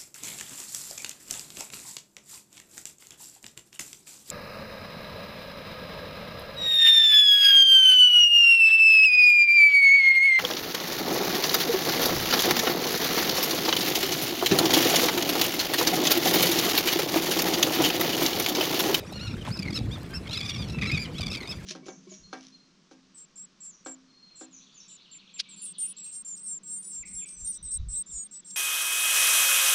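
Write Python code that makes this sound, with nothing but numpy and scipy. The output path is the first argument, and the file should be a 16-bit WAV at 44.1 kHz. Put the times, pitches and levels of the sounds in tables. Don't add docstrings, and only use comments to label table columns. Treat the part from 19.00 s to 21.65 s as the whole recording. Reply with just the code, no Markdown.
import sys
import numpy as np
from scipy import signal
from scipy.io import wavfile
from scipy.ndimage import uniform_filter1d

SR = 44100
rng = np.random.default_rng(int(sys.argv[2]) if len(sys.argv) > 2 else 0)


def ratio_of_db(decibels):
    return 10 ** (np.asarray(decibels, float) / 20)


def transcribe(u):
    v = np.clip(np.atleast_2d(u).T, -1, 1)
    q = np.round(v * 32767).astype(np.int16)
    wavfile.write(sys.argv[1], SR, q)


N = 116865
QUICK_EDGE_S = 0.002024
ARCH_PER_S2 = 170

# start in seconds, length in seconds, pitch in Hz, level in dB,
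# beak resonance in Hz.
ARCHED_CRIES = [(0.062, 0.048, 1180, -52.5, 6160), (0.51, 0.06, 2618, -41, 5250),
                (0.742, 0.035, 1341, -33.5, 5470), (0.911, 0.046, 1225, -42, 3800),
                (1.139, 0.039, 2720, -36, 5000), (1.312, 0.054, 1190, -38.5, 3550),
                (1.343, 0.06, 2600, -38.5, 5250), (2.143, 0.056, 1150, -45.5, 3400),
                (2.414, 0.054, 1280, -51, 3850), (2.489, 0.032, 2620, -35, 4860),
                (2.629, 0.057, 1270, -52.5, 8350)]
# start in seconds, length in seconds, pitch in Hz, level in dB,
# beak resonance in Hz.
HOARSE_WAILS = [(0.192, 0.096, 1450, -41.5, 3935), (1.303, 0.033, 1300, -47.5, 4200),
                (2.2, 0.019, 1500, -43, 4000), (1.992, 0.0468, 2433, -35.5, 5650),
                (2.53, 0.0477, 1200, -54.5, 5200), (1.732, 0.03, 1330, -44.5, 2740),
                (.155, 0.038, 1440, -50.5, 2900), (0.5, 0.039, 2400, -58, 2900),
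                (1.1, 0.062, 1600, -52, 1330), (1.85, 0.071, 1300, -41.5, 4800),
                (1.9, 0.095, 1242, -43, 3800)]
# start in seconds, length in seconds, pitch in Hz,
# level in dB, beak resonance in Hz.
HELD_NOTES = [(0, 0.018, 1280, -49.5, 4100), (0.378, 0.017, 3180, -52, 3200),
              (0.154, 0.0284, 1409, -42, 4300), (0.247, 0.067, 1398, -48, 3700),
              (0.283, 0.057, 2730, -53, 5200), (1.416, 0.041, 2440, -45, 3970),
              (1.527, 0.043, 2770, -45, 5600), (1.579, 0.047, 1204, -40.5, 4470),
              (1.628, 0.095, 1452, -55.5, 5260), (1.869, 0.026, 1326, -31, 3530),
              (1.925, 0.034, 2512, -29.5, 2730), (2.299, 0.052, 2600, -40, 4640)]
# start in seconds, length in seconds, pitch in Hz, level in dB,
# beak resonance in Hz.
FALLING_GLIDES = [(0.412, 0.017, 3040, -46, 3300), (0.758, 0.023, 1344, -35.5, 4050),
                  (1.33, 0.021, 1340, -34.5, 4060), (1.395, 0.019, 2325, -40, 3840),
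                  (1.478, 0.026, 2430, -38.5, 4760), (1.492, 0.02, 1169, -35.5, 3560),
                  (1.495, 0.011, 2820, -40.5, 5450), (1.572, 0.022, 2640, -51, 4500),
                  (1.814, 0.022, 1193, -32, 2650), (1.852, 0.018, 1182, -32, 2500),
                  (1.94, 0.032, 1213, -37, 3250), (1.944, 0.0233, 3050, -46.5, 6100),
                  (2.046, 0.021, 1040, -42, 3280), (2.208, 0.013, 1216, -33.5, 4700),
                  (2.338, 0.017, 1115, -37, 3840), (2.37, 0.017, 2290, -39.5, 3660),
                  (2.512, 0.021, 1169, -40, 3830)]
# start in seconds, length in seconds, pitch in Hz, level in dB,
# beak resonance in Hz.
RISING_GLIDES = [(0.57, 0.0093, 1310, -40.5, 4970), (1.273, 0.0088, 1080, -41.5, 3180),
                 (1.292, 0.0069, 1260, -39, 3800), (1.31, 0.012, 1365, -38, 4140),
                 (1.37, 0.011, 1282, -32.5, 3850), (1.41, 0.0072, 1147, -30.5, 3430),
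                 (1.455, 0.027, 2850, -48, 5660), (1.785, 0.013, 1268, -38.5, 2440),
                 (2.182, 0.016, 1312, -37.5, 4300), (2.28, 0.0096, 1117, -37, 3940),
                 (2.315, 0.021, 1274, -36.5, 4450)]
# start in seconds, pitch in Hz, level in dB, beak resonance in Hz.
PIPS = [(0.127, 1310, -43, 4070), (.269, 1220, -48, 3700), (.313, 1186, -47, 2410),
        (.339, 1230, -49, 3600), (1.26, 2160, -50, 2180), (0.14, 1444, -45, 4370),
        (0.591, 2500, -34.5, 5030), (0.624, 2348, -36.5, 4020), (0.654, 2173, -36, 2450),
        (0.677, 2144, -35, 2400), (0.703, 1240, -42, 4930), (0.726, 1117, -40.5, 4240),
        (0.782, 1150, -41, 4360), (1.355, 2160, -40, 3130), (1.387, 1210, -43, 3720),
        (1.428, 1166, -38, 3540), (1.448, 1212, -41, 4160), (1.459, 1168, -33, 3700),
        (1.512, 1137, -39.5, 3280), (1.544, 1168, -37, 3650), (1.56, 1110, -37, 2950),
             (1.623, 1121, -39, 3500), (1.64, 1112, -46, 4250), (1.68, 1347, -48, 5160),
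             (1.698, 1290, -41.5, 4340), (1.722, 1377, -47.5, 5460), (1.785, 1966, -42, 2090),
             (1.824, 1980, -36, 1950), (1.86, 1940, -39, 1950), (2.037, 2305, -43, 4700),
             (2.244, 1127, -49, 3500), (1.836, 1234, -31, 2730), (1.897, 2207, -27, 2370),
             (1.916, 2400, -27, 3380), (1.973, 2304, -25.5, 2860), (2.229, 1170, -34, 3180),
             (2.261, 1196, -33.5, 4450), (2.351, 1268, -35, 4530), (2.405, 2160, -40.5, 3100),
             (2.429, 2067, -42, 2880), (2.454, 2200, -42.5, 2950), (2.474, 1222, -39, 4200)]
# frequency in Hz, gain in dB.
THROAT_RESPONSE = [(1000, -9.5), (2000, 3), (5500, 5), (6300, -2), (15000, -13)]
# frequency in Hz, level in dB.
WASH_SPECTRUM = [(170, -18), (300, -0.5), (830, -15), (2100, -18), (9000, -33), (15400, -45)]
# start in seconds, peak in dB, pitch in Hz.
PLOPS = [(0.123, -29, 705), (0.475, -23.5, 920), (0.483, -25, 793), (1.023, -35.5, 970), (1.134, -32, 1590),
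         (.34, -33, 1290), (0.367, -35.5, 1520), (.96, -34.5, 1170), (1.746, -36, 910), (2.198, -27, 610),
         (.81, -33.5, 700)]
# start in seconds, peak in dB.
SPRAY_TICKS = [(.115, -48), (.1251, -39), (.37, -47), (.451, -43), (.859, -49), (.984, -45), (.999, -50),
               (1.017, -48), (1.0312, -41), (1.063, -49), (1.092, -49), (1.108, -44), (1.135, -45),
               (2.135, -49), (2.423, -47)]
# time in seconds, gust level in dB.
WIND_GUSTS = [(0, -37.5), (.23, -39), (.29, -29.5), (.47, -38.5), (0.508, -30.5), (.56, -37), (.84, -30),
              (.97, -38.5), (1.519, -38), (1.8, -30), (1.95, -25.5), (2.05, -36.5), (2.24, -33.5),
              (2.4, -41)]
# frequency in Hz, level in dB.
RUMBLE_SPECTRUM = [(20, -28), (74, 1.5), (195, -1.5), (900, -41.5)]
# start in seconds, peak in dB, pitch in Hz.
WIND_BUFFETS = [(0.161, -37, 150), (0.27, -27, 132.4), (0.496, -25, 108), (0.59, -27.5, 183),
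                (0.651, -27, 131), (1.052, -32, 145), (1.287, -29, 104.4), (1.358, -32, 104),
                (1.429, -31.5, 91.5), (1.596, -26, 142), (1.925, -15.5, 125), (2.198, -25.5, 90),
                (2.562, -33, 96.9),
                (0.701, -28.5, 260),
    (0.724, -23, 246),
    (1.629, -40, 198),
    (1.72, -33, 199),
    (1.77, -26, 170),
    (1.94, -25.5, 149),
]


def evened(x):
    return x / np.sqrt(np.mean(x ** 2) + 1e-20)


def read(points, hz):
    f, value = np.transpose(points)
    return np.interp(np.log(hz + 1), np.log(f + 1), value)


def add(mix, start_s, sound):
    part = mix[round(start_s * SR):][:len(sound)]
    part += sound[:len(part)]


def drift(count, size):
    smooth = uniform_filter1d(rng.standard_normal(count), size)
    return uniform_filter1d(smooth, size) * np.sqrt(1.5 * size)


def band(x, lo_hz, hi_hz):
    sos = signal.butter(2, [lo_hz, min(hi_hz, 20000)], "band", fs=SR, output="sos")
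    return signal.sosfilt(sos, x)


def noise(points, patchy_db, flicker_db, size):
    frames, hz = 4 * N // size + 5, np.fft.rfftfreq(size, 1 / SR)
    a, b, patches = rng.standard_normal((frames, len(hz), 3)).T
    patches = uniform_filter1d(patches, size=8, axis=0)
    patches = evened(uniform_filter1d(patches, size=6, axis=1))
    flicker = evened(uniform_filter1d(rng.standard_normal(frames), size=3))
    level_db = read(points, hz)[:, None] + patchy_db * patches + flicker_db * flicker
    z = (a + 1j * b) * ratio_of_db(level_db)
    return evened(signal.istft(z, nperseg=size, noverlap=3 * size // 4)[1][:N])


def note(length, hz, db, mouth_hz, arch=0., droop=0., slide=0., edge_s=QUICK_EDGE_S,
         breath_db=-11, rough=1, above_db=-11, mouth_db=6.5):
    wobble, flutter, rasp = (drift(count=4410, size=s) for s in (160, 90, 14))
    air = signal.lfilter([1, -1], [1, -.6], rng.standard_normal(4410))
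    t = np.arange(0, min(length + edge_s, .1), 1 / SR) - edge_s / 2
    n = len(t)
    from_middle = t - length / 2

    bend = 1 - arch * from_middle ** 2 + slide * from_middle
    bend = bend - droop * (np.clip(t / length, 0, 2) ** 5 - .1)
    pitch = hz * (bend + rough * 0.0146 * wobble[:n])
    phase = 2 * np.pi * np.cumsum(pitch) / SR

    k = np.arange(1, 13)[:, None]
    octaves = np.log2(k * hz / mouth_hz)
    beak_db = mouth_db * np.exp(-(octaves / 0.19) ** 2) + above_db * np.maximum(octaves, 0)
    heights = ratio_of_db(read(THROAT_RESPONSE, k * pitch) + beak_db) * (k * pitch < 16000)
    stack = (heights * np.cos(k * phase + rng.uniform(0, 5.44, k.shape))).sum(0)

    ramp = np.minimum(t - t[0], (t[-1] - t) / 1.65) / edge_s
    shape = np.sin(np.pi / 2 * np.clip(ramp, 0, 1))
    breath = ratio_of_db(breath_db) * band(air, mouth_hz / 2, 2 * mouth_hz)[:n]
    voice = evened(stack) * (1 + rough * 0.25 * rasp[:n]) + breath
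    return ratio_of_db(db + rough * 3 * flutter[:n]) * shape * voice


def flock():
    mix = np.zeros(N)
    for start, length, *voice in ARCHED_CRIES:
        cry = note(length, *voice, mouth_db=12, arch=ARCH_PER_S2, edge_s=.8 * length / 2, rough=.3,
                   breath_db=-23, above_db=-4)
        add(mix, start - .09 * length, cry)
    for start, *voice in HOARSE_WAILS:
        add(mix, start, note(*voice, arch=60, edge_s=0.0052, rough=.7, breath_db=-23))
    for start, *voice in HELD_NOTES:
        add(mix, start, note(*voice, droop=0.084, rough=.6, edge_s=0.0065, breath_db=-50))
    for table, slide in ((FALLING_GLIDES, -6.5), (RISING_GLIDES, 7.6)):
        for start, *voice in table:
            add(mix, start, note(*voice, slide=slide))
    for start, *voice in PIPS:
        add(mix, start, note(0.011, *voice, slide=-2.5))
    return np.roll(mix, -round(QUICK_EDGE_S / 2 * SR))


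def crowd():
    mix = np.zeros(N)
    birds, birds_per_s, crowd_db = 120, 53, -61.5
    for when, long, high, loud, wide in rng.random((birds, 5)):
        length = 0.01 + 0.0511 * long ** 2
        cry = note(length, 1100 + 350 * high, crowd_db + 6 * (loud - .5), 2300 + 2500 * wide,
                   arch=ARCH_PER_S2, edge_s=0.0055)
        add(mix, when * birds / birds_per_s, cry)
    return mix


def open_water(x):
    t60_s, echo_db = 0.22, -8.5
    t = np.arange(SR // 3) / SR
    sparse = rng.standard_normal(len(t)) * (rng.random(len(t)) < .05)
    taps = sparse * ratio_of_db(-60 * t / t60_s) * (t > .002)
    echoes = signal.fftconvolve(band(x, 900, 3800), taps / np.linalg.norm(taps))[:N]
    return x + ratio_of_db(echo_db) * echoes


def splash():
    u = np.linspace(0, 1, round(.07 * SR))
    grains = rng.standard_normal((2, 4410)) * ratio_of_db(5 * drift(count=4410, size=60))
    slosh = evened(band(grains[0], 420, 2900))[:len(u)]
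    fizz = evened(band(grains[1], 4900, 9500))[:len(u)]
    return ratio_of_db(-41) * np.sin(np.pi * u) ** 0.22 * slosh + ratio_of_db(-47) * np.sin(np.pi * u ** 2) ** 2 * fizz


def water():
    mix = ratio_of_db(-45.5) * noise(WASH_SPECTRUM, patchy_db=3.5, flicker_db=1.1, size=512)
    t = np.arange(600) / SR
    for start, db, hz in PLOPS:
        ring = np.sin(2 * np.pi * hz * t * (1 + 14 * t))
        add(mix, start, ratio_of_db(db - 60 * t / 0.018) * np.minimum(t / 0.0011, 1) * ring)
    for start, db in SPRAY_TICKS:
        add(mix, start, ratio_of_db(db - 60 * t / 0.013) * band(rng.standard_normal(len(t)), 1500, 13300))
    add(mix, .446, splash())
    return mix


def wind():
    s, db = np.transpose(WIND_GUSTS)
    buffets, cycles = np.zeros(N), 3.1
    for start, peak_db, hz in WIND_BUFFETS:
        u = np.arange(0, 1, hz / cycles / SR)
        swell = np.sin(np.pi * u ** 1.2) ** 2
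        add(buffets, start, ratio_of_db(peak_db + 0.5) * swell * np.sin(2 * np.pi * cycles * u))
    turbulence = noise(RUMBLE_SPECTRUM, patchy_db=1.5, flicker_db=2.0, size=2048)
    gust = ratio_of_db(-1 + np.interp(np.arange(N) / SR, s, db))
    return buffets + gust * evened(band(turbulence, 7.5, 1360))


def scene():
    return (open_water(flock() + crowd()) + wind() + water())[None]


def top_cut(x):
    return signal.sosfilt(signal.butter(12, 15350, fs=SR, output="sos"), x)


def record(dry):
    knee_db, squeeze = -30, 0.6
    power_db = 10 * np.log10(uniform_filter1d(dry ** 2, size=6000) + 1e-12)
    mix = dry / ratio_of_db(squeeze * np.maximum(power_db - knee_db, 0))
    return top_cut(mix)


dry = scene()
out = record(dry)
transcribe(out)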